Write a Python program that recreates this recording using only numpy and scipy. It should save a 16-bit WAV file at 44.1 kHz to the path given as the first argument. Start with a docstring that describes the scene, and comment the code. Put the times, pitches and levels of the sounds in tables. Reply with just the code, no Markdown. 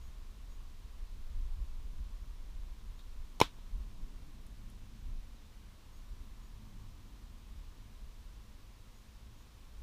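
"""One sharp pop of an air gun at the shady edge of an overgrown field.
From the start a breeze buffets the microphone over steady hiss, far traffic and a faint engine,
and a far bird gives thin calls. A tiny handling tick comes at 3 s. At 3.4 s the catch snaps and
12 ms later the air bursts out; the bushes scatter the crack into a short tail and far trees return
a dull echo. Two more ticks follow, the engine swells, and the breeze dies away."""
import sys
import numpy as np
from scipy import signal
from scipy.fft import rfft, irfft, next_fast_len
from scipy.io import wavfile
from scipy.ndimage import uniform_filter1d

SR = 44100
rng = np.random.default_rng(int(sys.argv[2]) if len(sys.argv) > 2 else 0)


def digitize_waveform(pressure):
    """Quantize a signal to 16-bit integers and store it at the path in sys.argv[1].

    Rows of a 2-D input are taken as channels; values are limited to [-1, 1].
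    """
    field = np.atleast_2d(pressure).T
    bounded = np.clip(field, -1, 1)
    quanta = np.round(bounded * 32767).astype(np.int16)
    wavfile.write(sys.argv[1], SR, quanta)


N = 433062


def from_db(db):
    """Amplitude ratio of a level in decibels."""
    return 10 ** (np.asarray(db) / 20)


def unit_rms(x):
    """Normalisation to unit mean power."""
    return x / np.sqrt(np.mean(x ** 2) + 1e-20)


def since(start):
    """Elapsed time in seconds, zero before the start."""
    return np.maximum(np.arange(N) / SR - start, 0)


def level_curve(rows):
    """Amplitude envelope by linear interpolation of (t/s, level/dB) rows."""
    return from_db(np.interp(since(0), *np.transpose(rows)))


def noise(spectrum):
    """Spectral shaping of white noise by (f/Hz, level/dB) rows, at unit rms."""
    hz, db = np.transpose(spectrum)
    size = next_fast_len(N)
    bins = np.maximum(np.fft.rfftfreq(size, 1 / SR), 1)
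    gain = from_db(np.interp(np.log(bins), np.log(hz), db))
    return unit_rms(irfft(rfft(rng.standard_normal(size)) * gain, size)[:N])


def evened(x, seconds):
    """Division by the running rms flattens the envelope."""
    power = uniform_filter1d(x ** 2, int(seconds * SR))
    return x / np.sqrt(np.abs(power) + 1e-9)


def wander(seconds):
    """Twice-averaged noise: a slow random fluctuation of unit rms."""
    size = int(seconds * SR)
    smooth = uniform_filter1d(rng.standard_normal(N), size, mode="wrap")
    return unit_rms(uniform_filter1d(smooth, size, mode="wrap"))


def swells(rows):
    """Gaussian swells from (t/s, level/dB, width/s) rows add in power."""
    power = sum(from_db(db) ** 2 * np.exp(-np.minimum(((since(0) - peak) / width) ** 2, 60))
                for peak, db, width in rows)
    return np.sqrt(power)


# strength of the breeze: t/s, level/dB
BREEZE_LEVELS = [(0, -46), (0.85, -47), (1.4, -37.5), (2.3, -43), (3.4, -49), (4.3, -48), (5.6, -53),
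                 (6.4, -47.5), (8.2, -50), (9.82, -58)]
# single gusts: peak t/s, level/dB, width/s
GUST_PEAKS = [(2.6, -41, 0.036), (2.88, -43, .04), (3.2, -40, 0.052), (3.77, -35, 0.052),
              (4.02, -39.5, 0.053), (5.12, -37.5, 0.073), (6.14, -45, .06), (9.81, -45, 0.038)]
# wind pressure spectrum: f/Hz, relative level/dB
BREEZE_SPECTRUM = [(8, -13), (19, -0.5), (29, -1.5), (40, -7.5), (54, -13.5), (70, -19), (90, -27.5),
                   (115, -36), (200, -43.5), (500, -57), (1500, -81)]


def wind(flutter_db=2.2, flutter_s=.045, onset_s=.008):
    """Turbulence: the breeze and its gusts make the pressure at the microphone fluctuate."""
    breeze = level_curve(BREEZE_LEVELS) * from_db(flutter_db * wander(flutter_s))
    strength = np.hypot(breeze, swells(GUST_PEAKS))
    onset = np.minimum(since(0) / onset_s, 1)
    return onset * strength * evened(noise(BREEZE_SPECTRUM), seconds=.091)


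# strength of far traffic rumble and of tyre noise: t/s, relative level/dB
RUMBLE_LEVELS = [(0.0, -67), (1.1, -69.5), (2.5, -65.5), (3.2, -67.5), (3.9, -61), (5.2, -63),
                 (5.85, -68.5), (6.75, -61.5), (8.7, -69), (9.82, -67.5)]
TYRE_LEVELS = [(0, -73.5), (3.5, -73.5), (4.9, -75.5), (6.7, -72.5), (7.7, -75), (9.82, -74.5)]
# spectra of rumble, tyres, and the air's deep murmur and hiss: f/Hz, relative level/dB
RUMBLE_SPECTRUM = [(50, -8), (95, 2), (125, -5), (160, -3.5), (220, -3), (290, -8.5), (350, -17),
                   (450, -23), (800, -27.5), (2000, -54.5)]
TYRE_SPECTRUM = [(300, -25), (720, -11.5), (900, -4), (1030, 1), (1170, -2.5), (1400, -12.5), (2200, -28)]
MURMUR_SPECTRUM = [(10, -8), (40, -4), (51, 3), (62, -4.5), (95, -12.5), (135, -23.5), (300, -48.5)]
HISS_SPECTRUM = [(100, 5.5), (400, 2), (750, -2.5), (1200, -3), (2000, -4.5), (3000, -4), (3950, -4),
                 (4600, -7), (5900, -8), (8500, -13.5), (12000, -17.5), (15300, -17)]


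def traffic_and_air(tyre_waver_db=.55, murmur_db=-56.5, hiss_db=-65.5):
    """Incoherent sources add in power: far traffic over the steady murmur and hiss of the air."""
    rumble = from_db(1.5) * level_curve(RUMBLE_LEVELS) * noise(RUMBLE_SPECTRUM)
    tyres = level_curve(TYRE_LEVELS) * from_db(tyre_waver_db * wander(.12)) * noise(TYRE_SPECTRUM)
    murmur = from_db(murmur_db) * noise(MURMUR_SPECTRUM)
    hiss = from_db(hiss_db) * noise(HISS_SPECTRUM)
    return rumble + tyres + murmur + hiss


# the drone swelling on the wind: peak t/s, level/dB, width/s
ENGINE_SWELLS = [(4.85, -59, 0.33), (6.68, -57.5, .19), (7.9, -65.5, 1.6)]


def engine(firing_hz=106.6, waver=.014, octave_db=-10, fading_db=3, floor_db=-73):
    """Periodic firing gives a tone and its octave, each fading in and out on its way over the field."""
    phase = 2 * np.pi * np.cumsum(firing_hz * (1 + waver * wander(.0603))) / SR
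    fundamental = from_db(fading_db * wander(.091)) * np.sin(phase)
    octave = from_db(octave_db + fading_db * wander(.063)) * np.sin(2 * phase)
    return np.hypot(from_db(floor_db), swells(ENGINE_SWELLS)) * (fundamental + octave)


# a far bird's calls: t/s, level/dB, starting f/Hz
BIRD_CALLS = [(.010, -73, 6600), (.487, -74, 6660), (2.95, -78, 6650), (5.925, -74, 6550),
              (6.412, -75, 6680), (8.928, -74.5, 6690), (9.36, -77, 6700)]


def bird(length_s=.085, glide=.025, waver=.007, octave_db=-7.5):
    """Frequency modulation: each thin whistle, with its weak octave, wavers and rises a little."""
    out = np.zeros(N)
    progress = np.linspace(0, 1, int(length_s * SR))
    envelope = np.sqrt(np.abs(np.sin(np.pi * progress)))
    for start, db, hz in BIRD_CALLS:
        wobble = unit_rms(uniform_filter1d(rng.standard_normal(len(progress)), size=200))
        phase = 2 * np.pi * np.cumsum(hz * (1 + glide * progress + waver * wobble)) / SR
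        call = envelope * (np.sin(phase) + from_db(octave_db) * np.sin(2 * phase))
        at = int(start * SR)
        out[at:at + len(call)] += from_db(db) * call
    return out


def burst(start, rise_s, t60):
    """Envelope of a transient: a quick rise and exponential decay, 60 dB in t60 seconds."""
    age = since(start)
    decay = np.exp(-np.minimum(np.log(1000) * age / t60, 60))
    return (1 - np.exp(-age / rise_s)) * decay


# handling ticks: t/s, level/dB, f/Hz, T60/s
HANDLING_TICKS = [(2.991, -64.5, 3700, 0.16), (2.993, -64, 1600, .07), (4.465, -64, 10300, .034),
                  (4.699, -61.5, 10250, .035)]


def ticks(ring_q=8, splash_q=2, splash_db=-4, splash_t60=.021):
    """Resonance: each tick rings in one narrow band over a brief, wider splash."""
    out = np.zeros(N)
    for start, db, hz, t60 in HANDLING_TICKS:
        white = rng.standard_normal(N)
        ring = unit_rms(signal.lfilter(*signal.iirpeak(hz, ring_q, fs=SR), white))
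        splash = unit_rms(signal.lfilter(*signal.iirpeak(hz, splash_q, fs=SR), white))
        ring *= burst(start, .00057, t60)
        splash *= from_db(splash_db) * burst(start, .0005, splash_t60)
        out += from_db(db) * (ring + splash)
    return out


# normal modes of the gun: f/Hz, relative level/dB, T60/s
BODY_MODES = [(120, -18.5, 0.029), (295, -16, .02), (461, -13, .018), (900, -9.5, 0.016),
              (1030, -13, 0.024), (2128, -25, 0.023), (2290, -23.5, .024), (2550, -31.5, 0.039),
              (2970, -30, 0.025), (3180, -29, 0.03), (3690, -30.5, .04), (4000, -30, 0.022),
              (5437, -30.5, .022)]


def gun_ring(start, rise_s):
    """Free vibration: the gun's damped modes ring after a blow, neighbours in opposite sign."""
    age = since(start)[:round((start + .5) * SR)]
    modes = sum((-1) ** k * from_db(db - 60 * age / t60) * np.sin(2 * np.pi * hz * age)
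                for k, (hz, db, t60) in enumerate(BODY_MODES))
    return np.pad(modes * (1 - np.exp(-age / rise_s)), (0, N - len(age)))


def blow(event, spectrum, rise_s, ring_db):
    """Impulsive excitation: a broadband crack together with the ring of the gun."""
    start, db, t60 = event
    crack = from_db(db) * evened(noise(spectrum), seconds=.0018) * burst(start, rise_s, t60)
    return crack + from_db(ring_db) * gun_ring(start, rise_s)


# cracks of the catch and of the escaping air: t/s, level/dB, T60/s
CATCH_SNAP = (3.4013, -20.5, 0.016)
AIR_POP = (3.4131, -20, 0.024)
# their spectra: f/Hz, relative level/dB
SNAP_SPECTRUM = [(200, -6), (650, -4), (1050, 6.5), (1500, -12), (2600, -1.5), (3800, 2.5), (4500, -7),
                 (5300, 0.5), (6200, -10), (8200, -7), (9500, -20), (15000, -20.5)]
POP_SPECTRUM = [(200, -4), (1000, -10), (1600, 1), (2300, 0.5), (3900, 5), (4600, -15), (5800, -4.5),
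                (7000, -12), (8300, -21), (10000, -14), (15000, -21.5)]


def shot():
    """Multipath propagation: snap and pop arrive directly, then by reflection and scattering."""
    snap = blow(CATCH_SNAP, SNAP_SPECTRUM, rise_s=.0003, ring_db=-24.5)
    pop = blow(AIR_POP, POP_SPECTRUM, rise_s=.00059, ring_db=2)
    scatter = bushes(AIR_POP[0], level_db=-33, rise_s=.004, t60=.16)
    scatter += bushes(CATCH_SNAP[0], level_db=-36.5, rise_s=.002, t60=.06)
    return snap + pop + scatter + near_reflections(pop) + far_trees(pop, scatter)


# spectrum scattered by the leaves: f/Hz, relative level/dB
LEAF_SPECTRUM = [(88, -33), (150, -4), (225, -2), (490, -17), (540, -19), (1090, -4), (1730, -13.5),
                 (3760, -6), (4310, -13.5), (7270, -21.5), (8490, -27.5), (13800, -32.5), (15500, -37)]


def bushes(start, level_db, rise_s, t60):
    """Diffuse scattering: countless small reflections from leaves merge into a short tail of noise."""
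    return from_db(level_db) * evened(noise(LEAF_SPECTRUM), seconds=.006) * burst(start, rise_s, t60)


def echo(x, delay_s, level_db, cutoff_hz):
    """A reflection arrives delayed, attenuated and low-pass filtered."""
    delayed = np.interp(since(0) - delay_s, since(0), x, left=0)
    lowpass = signal.butter(1, cutoff_hz, fs=SR, output="sos")
    return from_db(level_db) * signal.sosfilt(lowpass, delayed + 1e-18)


# paths by way of the ground and trunks: delay t/s, relative level/dB, cutoff f/Hz
NEAR_PATHS = [(.0078, -24, 2500), (0.0126, -26, 2010)]


def near_reflections(pop):
    """Early reflections from the ground and trunks come soon enough to fuse with the pop."""
    return sum(echo(pop, *path) for path in NEAR_PATHS)


def far_trees(pop, scatter, round_trip_s=.172):
    """Echo: the trees across the field return the shot as a soft, dull bump."""
    tail = echo(scatter, round_trip_s, level_db=-30, cutoff_hz=6000)
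    bump = echo(pop, round_trip_s, level_db=-29, cutoff_hz=80)
    return tail + bump


def scene():
    """Superposition: the shot and the sounds around it add at one microphone."""
    return (shot() + wind() + traffic_and_air() + engine() + bird() + ticks())[None, :]


def record(dry, low_hz=12, high_hz=15250):
    """Band limiting removes the deepest bass and the highest treble."""
    highpass = signal.butter(2, low_hz, "high", fs=SR, output="sos")
    lowpass = signal.ellip(10, .1, 70, high_hz, fs=SR, output="sos")
    return signal.sosfilt(lowpass, signal.sosfilt(highpass, dry))


dry = scene()
out = record(dry)
digitize_waveform(out)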